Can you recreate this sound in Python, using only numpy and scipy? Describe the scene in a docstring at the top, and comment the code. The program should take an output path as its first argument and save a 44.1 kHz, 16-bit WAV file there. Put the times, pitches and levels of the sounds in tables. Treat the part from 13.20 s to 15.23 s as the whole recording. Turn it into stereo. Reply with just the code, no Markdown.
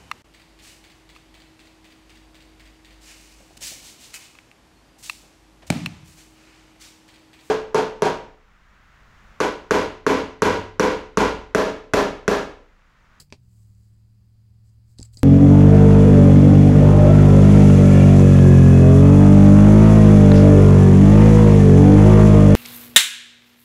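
"""A brief scrape of the hand on the camera opens, then a push button snaps once on a wall panel in a small trailer.
The snap is a filtered impulse with plastic chatter, ringing panel modes and a short noise echo of the cabin.
Under it a faint motor hum of gliding sines slows and settles, over shaped-noise rumble and hiss.
Faint rubs pass midway; near the end the hand shifts on the camera: ticks, rubs, bumps and squeaks, made
of resonant impulses, grainy noise, pressure pulses and short whistles, play at its two microphone ports."""
import sys
import numpy as np
from scipy import signal
from scipy.fft import rfft, irfft
from scipy.io import wavfile

SR = 44100
rng = np.random.default_rng(int(sys.argv[2]) if len(sys.argv) > 2 else 0)


def transcribe(signal):
    """Save signal, clipped to [-1, 1], as a 16-bit WAV file at the path in sys.argv[1]."""
    frames = np.atleast_2d(signal).T
    limited = np.clip(frames, -1, 1)
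    pcm = np.round(limited * 32767).astype(np.int16)
    wavfile.write(sys.argv[1], SR, pcm)


N = 89611
T = np.arange(N) / SR
HZ = np.fft.rfftfreq(N, 1 / SR)

# Button, a thin touch and then the snap: (time [s], level [dB], low cut [Hz])
BUTTON_PRESSES = [(0.103, -21, 4000), (0.125, -1, 30)]
# Colour of the snap at each port: (frequency [Hz], gain [dB])
SNAP_COLOUR_LEFT = [(40, -8), (200, -3), (950, 2.5), (1500, -12.5), (1780, -10), (2020, -6), (2400, -7),
                    (3300, -8), (6800, -13.5), (9000, -21), (10200, -37), (16000, -43)]
SNAP_COLOUR_RIGHT = [(40, -2), (200, 4.5), (600, -2.5), (1350, -16), (1780, -3.5), (2020, -6), (2400, 2),
                     (3300, -9), (4600, 0.5), (6800, -22.5), (7800, -45), (16000, -42)]
SNAP_DB, RIGHT_PORT_LAG_S = -4.5, .00012
# The button's plastic chatter, with its decay constant
CHATTER_DB, CHATTER_DECAY_S, CHATTER_LOW_CUT_HZ = 0.5, 0.0035, 1520
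# Ringing modes of the wall panel: (frequency [Hz], level [dB], t60 [s])
PANEL_MODES = [(92.3, 0, 0.37), (246, 4, 0.075), (308, -6, 0.08), (402, 5, 0.055), (594, -1, 0.063),
               (915, -7, 0.05), (1022, -6, 0.07), (1750, -5, 0.02), (2540, 6, 0.013), (4490, -4, 0.07)]
PANEL_DB, PANEL_PAN_DB = -45.5, -0.5
# Decay of the trailer's echo: (frequency [Hz], t60 [s])
ECHO_T60 = [(100, .15), (1000, .1), (4500, .1), (12000, .08)]
# Colour of that echo: (frequency [Hz], gain [dB])
ECHO_COLOUR = [(100, -4.5), (1000, -11), (4500, -7), (12000, 6.5)]

# Response of each port to touches on the camera: (frequency [Hz], gain [dB])
PORT_RESPONSE_LEFT = [(100, -10), (1000, -23), (3700, -21), (4120, -14), (4400, -17.5), (4740, -15.5),
                      (5400, -13.5), (6600, -8), (7800, -1.5), (8900, -10.5), (10200, -14), (15500, -39.5)]
PORT_RESPONSE_RIGHT = [(100, -7.5), (1000, -20.5), (3750, -20.5), (4100, -10), (4400, -11), (4720, -4.5),
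                       (5150, -9), (5700, -26), (6600, -19), (7800, -28.5), (15500, -41)]
# Ticks of the camera's case:
# (time [s], left level [dB], right level [dB], decay constant [s], pitch [Hz])
CASE_TICKS = [(.001, -5.5, -7, 0.0097, 10000), (1.7865, -6, -1.5, .0002, 3730),
              (1.7894, -13, -5, 0.00071, 3770), (1.801, -5, -6, .0006, 5400), (1.811, -9, -12, .0015, 7200),
              (1.8168, -8, -9, .0008, 5200), (1.8281, 4.5, -12, .0013, 7800),
              (1.8289, -3, 2.5, .0016, 4900), (1.9365, -24, -15, .0003, 4100),
              (1.9425, -17, -15, .0007, 2900), (1.9455, -11, -35, .00012, 7200),
              (1.9712, -2.5, 1, 0.004, 4750)]
# Sharpness of a tick's pitch, level of its slips, and its unpitched share
TICK_DB, TICK_Q, TICK_SLIPS_DB, TICK_CRACK_DB = -16.5, 4, 3, -16
# Skin rubbing the case:
# (peak time [s], rise [s], fall [s], left level [dB], right level [dB], fizz level [dB])
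SKIN_RUBS = [(.001, .002, .018, -45, -42, -1), (.399, .13, .2, -67.5, -79.5, -2),
             (.638, .074, .11, -72, -74.5, -4), (1.482, .038, .047, -69.5, -71.5, -6),
             (1.725, .06, .037, -68.5, -73, -3), (1.787, .0066, .035, -55, -53, -12),
             (1.833, .0013, .028, -52.5, -53, -10), (1.855, .006, .004, -52, -52, -8),
             (1.937, .01, .089, -57, -71, -3), (1.984, .005, .03, -52, -50.5, -12)]
# Depth of the grain, and cutoff of the random wander behind grain and squeak jitter
RUB_GRAIN_DB, GRAIN_CUTOFF_HZ = 3, 600
DRAG_DB, DRAG_CUTOFF_HZ = -11, 294
FIZZ_RIGHT_DB = -8  # the fizz is weaker at the right port
# Soft bumps of the hand:
# (time [s], width [s], left level [dB], right level [dB], signed push factor [ratio])
HAND_BUMPS = [(1.7959, .0012, -23, -49, 0.87), (1.8021, 0.0024, -33, -56, -0.74),
              (1.81, 0.0007, -24.5, -42, -0.29), (1.817, 0.0027, -31, -51, -1.6),
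              (1.825, 0.0036, -34, -62, 1), (1.945, 0.0049, -32.5, -50, 1),
              (1.9732, 0.00096, -39, -51, 0.92)]
BUMP_LOW_CUT_HZ = 35
# Hollow knock of the case under the bumps: (frequency [Hz], level [dB], t60 [s])
KNOCK_MODES = [(265, 1, 0.021), (452.9, -17, .018), (837, 8.5, 0.024)]
# Squeaks of skin at the left port: (time [s], width [s], pitch [Hz], level [dB])
SKIN_SQUEAKS = [(1.8539, 0.0067, 7750, -42.5), (1.992, 0.0036, 8100, -38.5)]
SQUEAK_JITTER_HZ = 160

# Glide of the motor: (time [s], pitch [Hz], level [dB])
MOTOR_GLIDE = [(0, 148.6, -64.5), (0.12, 140.5, -60.5), (0.246, 117.8, -58), (0.387, 107.4, -55),
               (0.509, 106.3, -52.5), (0.998, 111.1, -57.5), (1.4, 110.5, -54.5), (1.752, 112.6, -54.5),
               (1.86, 111.6, -49.5)]
# Tones locked to that glide: (multiple of the pitch [ratio], level [dB])
MOTOR_PARTIALS = [(.627, -6), (1, 1), (2, -28.5)]
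# A weaker tone above it with its own glide: (time [s], pitch [Hz], level [dB])
UPPER_GLIDE = [(0, 178.4, -73), (0.349, 182, -66), (0.801, 193.1, -68.5), (1.699, 192.2, -73)]
WAVER_DB, HUM_BALANCE_DB = 1.5, -1.7

# Spectrum of the still air: (frequency [Hz], relative level [dB per Hz])
RUMBLE_SPECTRUM = [(15, -0.5), (45, -3.5), (90, 2), (150, -11), (230, -15), (330, -22), (500, -30),
                   (1000, -32), (3000, -39), (16000, -56)]
RUMBLE_DB = -60.5
# Likeness of the rumble at the two ports: (frequency [Hz], correlation [-1 to 1])
RUMBLE_LIKENESS = [(200, .88), (450, .35), (1000, -.1)]
# Each port's own hiss: (left level [dB], right level [dB])
PORT_HISS = [-77.5, -79]
# Steady ring of the air in the ports: (left level [dB], right level [dB])
PORT_AIR = [-82.5, -76.5]
BAND_EDGE_HZ = 15950


def button(size=12288):
    """A sharp snap with a brief chatter; the panel rings in sine modes and the cabin answers."""
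    t = T[:size]
    slips = rng.choice([-1., 1.], (2, size)) * np.exp(-t / CHATTER_DECAY_S)
    chatter = unit_energy(low_cut(slips, CHATTER_LOW_CUT_HZ))
    drive = amp(CHATTER_DB) * chatter + room()
    # The contact itself is one negative impulse, a little later at the right port
    drive[0, 0] -= 1
    drive[1, round(RIGHT_PORT_LAG_S * SR)] -= 1
    snap_filters = np.array([colour(SNAP_COLOUR_LEFT), colour(SNAP_COLOUR_RIGHT)])
    snap = amp(SNAP_DB) * convolve(drive, snap_filters)[:, :size]
    ring = np.zeros(size)
    for hz, db, t60 in PANEL_MODES:
        ring -= amp(db - 60 * t / t60) * np.sin(2 * np.pi * hz * t)
    panel_gain = amp([[PANEL_DB + PANEL_PAN_DB], [PANEL_DB - PANEL_PAN_DB]])
    click = snap + panel_gain * ring
    out = np.zeros((2, N))
    for s, db, low_hz in BUTTON_PRESSES:
        add(out, s, amp(db) * low_cut(click, low_hz))
    return out


def room(size=12288):
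    """Short noise echo of the small cabin, each band dying at its own speed."""
    hz, t, bands = signal.stft(rng.choice([-1., 1.], (2, size)), SR, nperseg=128)
    bands = bands * amp(-60 * t / read(ECHO_T60, hz)[:, None])
    tail = signal.istft(bands, SR, nperseg=128)[1][:, :size]
    tail *= 1 - np.exp(-T[:size] / 0.0075)  # the echo builds up over several milliseconds
    return convolve(unit_energy(tail), colour(ECHO_COLOUR)[None])[:, :size]


def ticks(size=2048):
    """Each tick is a crisp contact and a tight cluster of slips, pitched, ringing the ports."""
    out = np.zeros((2, N))
    for s, left_db, right_db, decay, hz in CASE_TICKS:
        slips = rng.choice([-1., 1.], (2, size)) * np.exp(-T[:size] / decay)
        drive = signal.unit_impulse(size) + amp(TICK_SLIPS_DB) * slips / 2
        pitched = band(drive, hz, TICK_Q)
        tick = ports(pitched + amp(TICK_CRACK_DB) * drive)[:, :size]
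        add(out, s, amp(TICK_DB) * amp([[left_db], [right_db]]) * unit_energy(tick))
    return out


def rubs():
    """Grainy friction swells and dies as the fingers slide, with a fizz above and a dull drag below."""
    power, fizz_power = 0, 0
    for s, rise, fall, left_db, right_db, fizz_db in SKIN_RUBS:
        fade = np.where(T < s, ((s - T) / rise) ** 2, (T - s) / fall)
        stroke = amp([[left_db], [right_db]]) ** 2 * np.exp(-2 * fade)
        power = power + stroke
        fizz_power = fizz_power + amp(fizz_db) ** 2 * stroke
    grain = amp(RUB_GRAIN_DB * drift(GRAIN_CUTOFF_HZ))
    friction = unit(rng.standard_normal((2, N)) * grain)
    # Differencing white noise tilts it towards the treble
    fizz = unit(np.diff(rng.standard_normal((2, N + 1)))) * amp([[0], [FIZZ_RIGHT_DB]])
    low_pass = signal.butter(2, DRAG_CUTOFF_HZ, fs=SR)
    drag = unit(signal.lfilter(*low_pass, rng.standard_normal((2, N))))
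    body = np.sqrt(power) * amp(DRAG_DB) * drag
    return ports(np.sqrt(power) * friction) + np.sqrt(fizz_power) * fizz + body


def bumps():
    """Pointed pressure puffs, mostly at the left port; the sharpest excite the case's hollow modes."""
    push = np.zeros((2, N))
    for s, width, left_db, right_db, factor in HAND_BUMPS:
        push += factor * amp([[left_db], [right_db]]) / (1 + ((T - s) / width) ** 2) ** 2
    knock = np.zeros((2, N))
    for hz, db, t60 in KNOCK_MODES:
        q = hz * t60 * np.pi / np.log(1000)
        knock += amp(db) * band(push, hz, q)
    return low_cut(push + knock, BUMP_LOW_CUT_HZ)


def squeaks():
    """Skin catches at the left port: a jittering sine whistles for a few milliseconds."""
    out = np.zeros((2, N))
    for s, width, hz, db in SKIN_SQUEAKS:
        turns = np.cumsum(hz + SQUEAK_JITTER_HZ * drift(GRAIN_CUTOFF_HZ)) / SR
        out[0] += amp(db) * np.exp(-((T - s) / width) ** 2) * np.sin(2 * np.pi * turns)
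    return out


def hum():
    """Low motor sines sag in pitch together; a weaker tone glides above, and all waver in level."""
    s, hz, db = np.transpose(MOTOR_GLIDE)
    turns = np.cumsum(np.interp(T, s, hz)) / SR
    level = np.interp(T, s, db)
    motor = np.zeros(N)
    for multiple, tone_db in MOTOR_PARTIALS:
        gain = amp(level + tone_db + WAVER_DB * drift(24))
        motor += gain * np.sin(2 * np.pi * (multiple * turns + rng.random()))
    s, hz, db = np.transpose(UPPER_GLIDE)
    upper_turns = np.cumsum(np.interp(T, s, hz)) / SR
    upper_gain = amp(np.interp(T, s, db) + WAVER_DB * drift(33))
    upper = upper_gain * np.sin(2 * np.pi * upper_turns)
    balance = amp([[HUM_BALANCE_DB / 2], [-HUM_BALANCE_DB / 2]])
    return np.sqrt(2) * balance * (motor + upper)  # root two makes the levels RMS


def air():
    """Noise rumble, alike at both ports in the bass, plus each port's own hiss and ring."""
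    left, other = rfft(rng.standard_normal((2, N))) * amp(read(RUMBLE_SPECTRUM, HZ))
    same = np.clip(read(RUMBLE_LIKENESS, HZ), -1, 1)
    right = same * left + np.sqrt(1 - same ** 2) * other
    rumble = amp(RUMBLE_DB) * unit(irfft(np.array([left, right]), N))
    hiss = amp(PORT_HISS)[:, None] * rng.standard_normal((2, N))
    port_ring = ports(amp(PORT_AIR)[:, None] * rng.standard_normal((2, N)))
    return rumble + hiss + port_ring


def ports(x):
    """Sound in the camera's case rings each microphone port with its own resonances."""
    h = np.array([colour(PORT_RESPONSE_LEFT), colour(PORT_RESPONSE_RIGHT)])
    return convolve(x, unit_energy(h))


def drift(cutoff_hz):
    """Random wander of RMS 1, low-passed around the cutoff."""
    spectrum = rfft(rng.standard_normal(N))
    return unit(irfft(spectrum / (1 + (HZ / cutoff_hz) ** 4), N))


def colour(points, size=4096):
    """Causal, minimum-phase impulse response with the given spectrum."""
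    hz = abs(np.fft.fftfreq(size, 1 / SR))
    log_gain = np.log(amp(read(points, hz)))
    spectrum = np.exp(np.conj(signal.hilbert(log_gain)))
    return np.fft.ifft(spectrum).real[:size // 2]


def band(x, hz, q):
    """One resonance of peak gain 1."""
    return signal.lfilter(*signal.iirpeak(min(hz, SR / 2 - 1), max(q, 1), fs=SR), x)


def low_cut(x, hz):
    """Gently thins out the bass with a first-order high-pass."""
    return signal.lfilter(*signal.butter(1, hz, "high", fs=SR), x)


def amp(db):
    """Decibels to amplitude ratio."""
    return 10 ** (np.asarray(db) / 20)


def unit(x):
    """Scales each channel to RMS 1."""
    return x / np.sqrt(np.mean(x ** 2, axis=-1, keepdims=True) + 1e-20)


def unit_energy(x):
    """Scales each channel to a total energy of 1."""
    return x / np.linalg.norm(x, axis=1, keepdims=True)


def read(points, hz):
    """Reads a curve between its points along a logarithmic frequency axis."""
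    f, value = np.transpose(points)
    return np.interp(np.log(hz + 1), np.log(np.sort(f) + 1), value)


def add(mix, s, sound):
    """Lays a sound into the mix at time s, cut off at the end."""
    part = mix[..., max(round(s * SR), 0):][..., :sound.shape[-1]]
    part += sound[..., :part.shape[-1]]


def convolve(x, h):
    """Filters x by an impulse response, kept to the scene's length."""
    return signal.fftconvolve(x, h, axes=-1)[..., :N]


def scene():
    """A brief hand scrape, then the button, then the hand again on the camera, over hum and still air."""
    hand = ticks() + rubs() + bumps() + squeaks()
    return button() + hand + hum() + air()


def record(dry):
    """The recorder's band limit: a steep linear-phase low-pass."""
    low_pass = signal.firwin(511, BAND_EDGE_HZ, window=("kaiser", 9), fs=SR)
    return signal.oaconvolve(dry, low_pass[None], "same")


dry = scene()
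out = record(dry)
transcribe(out)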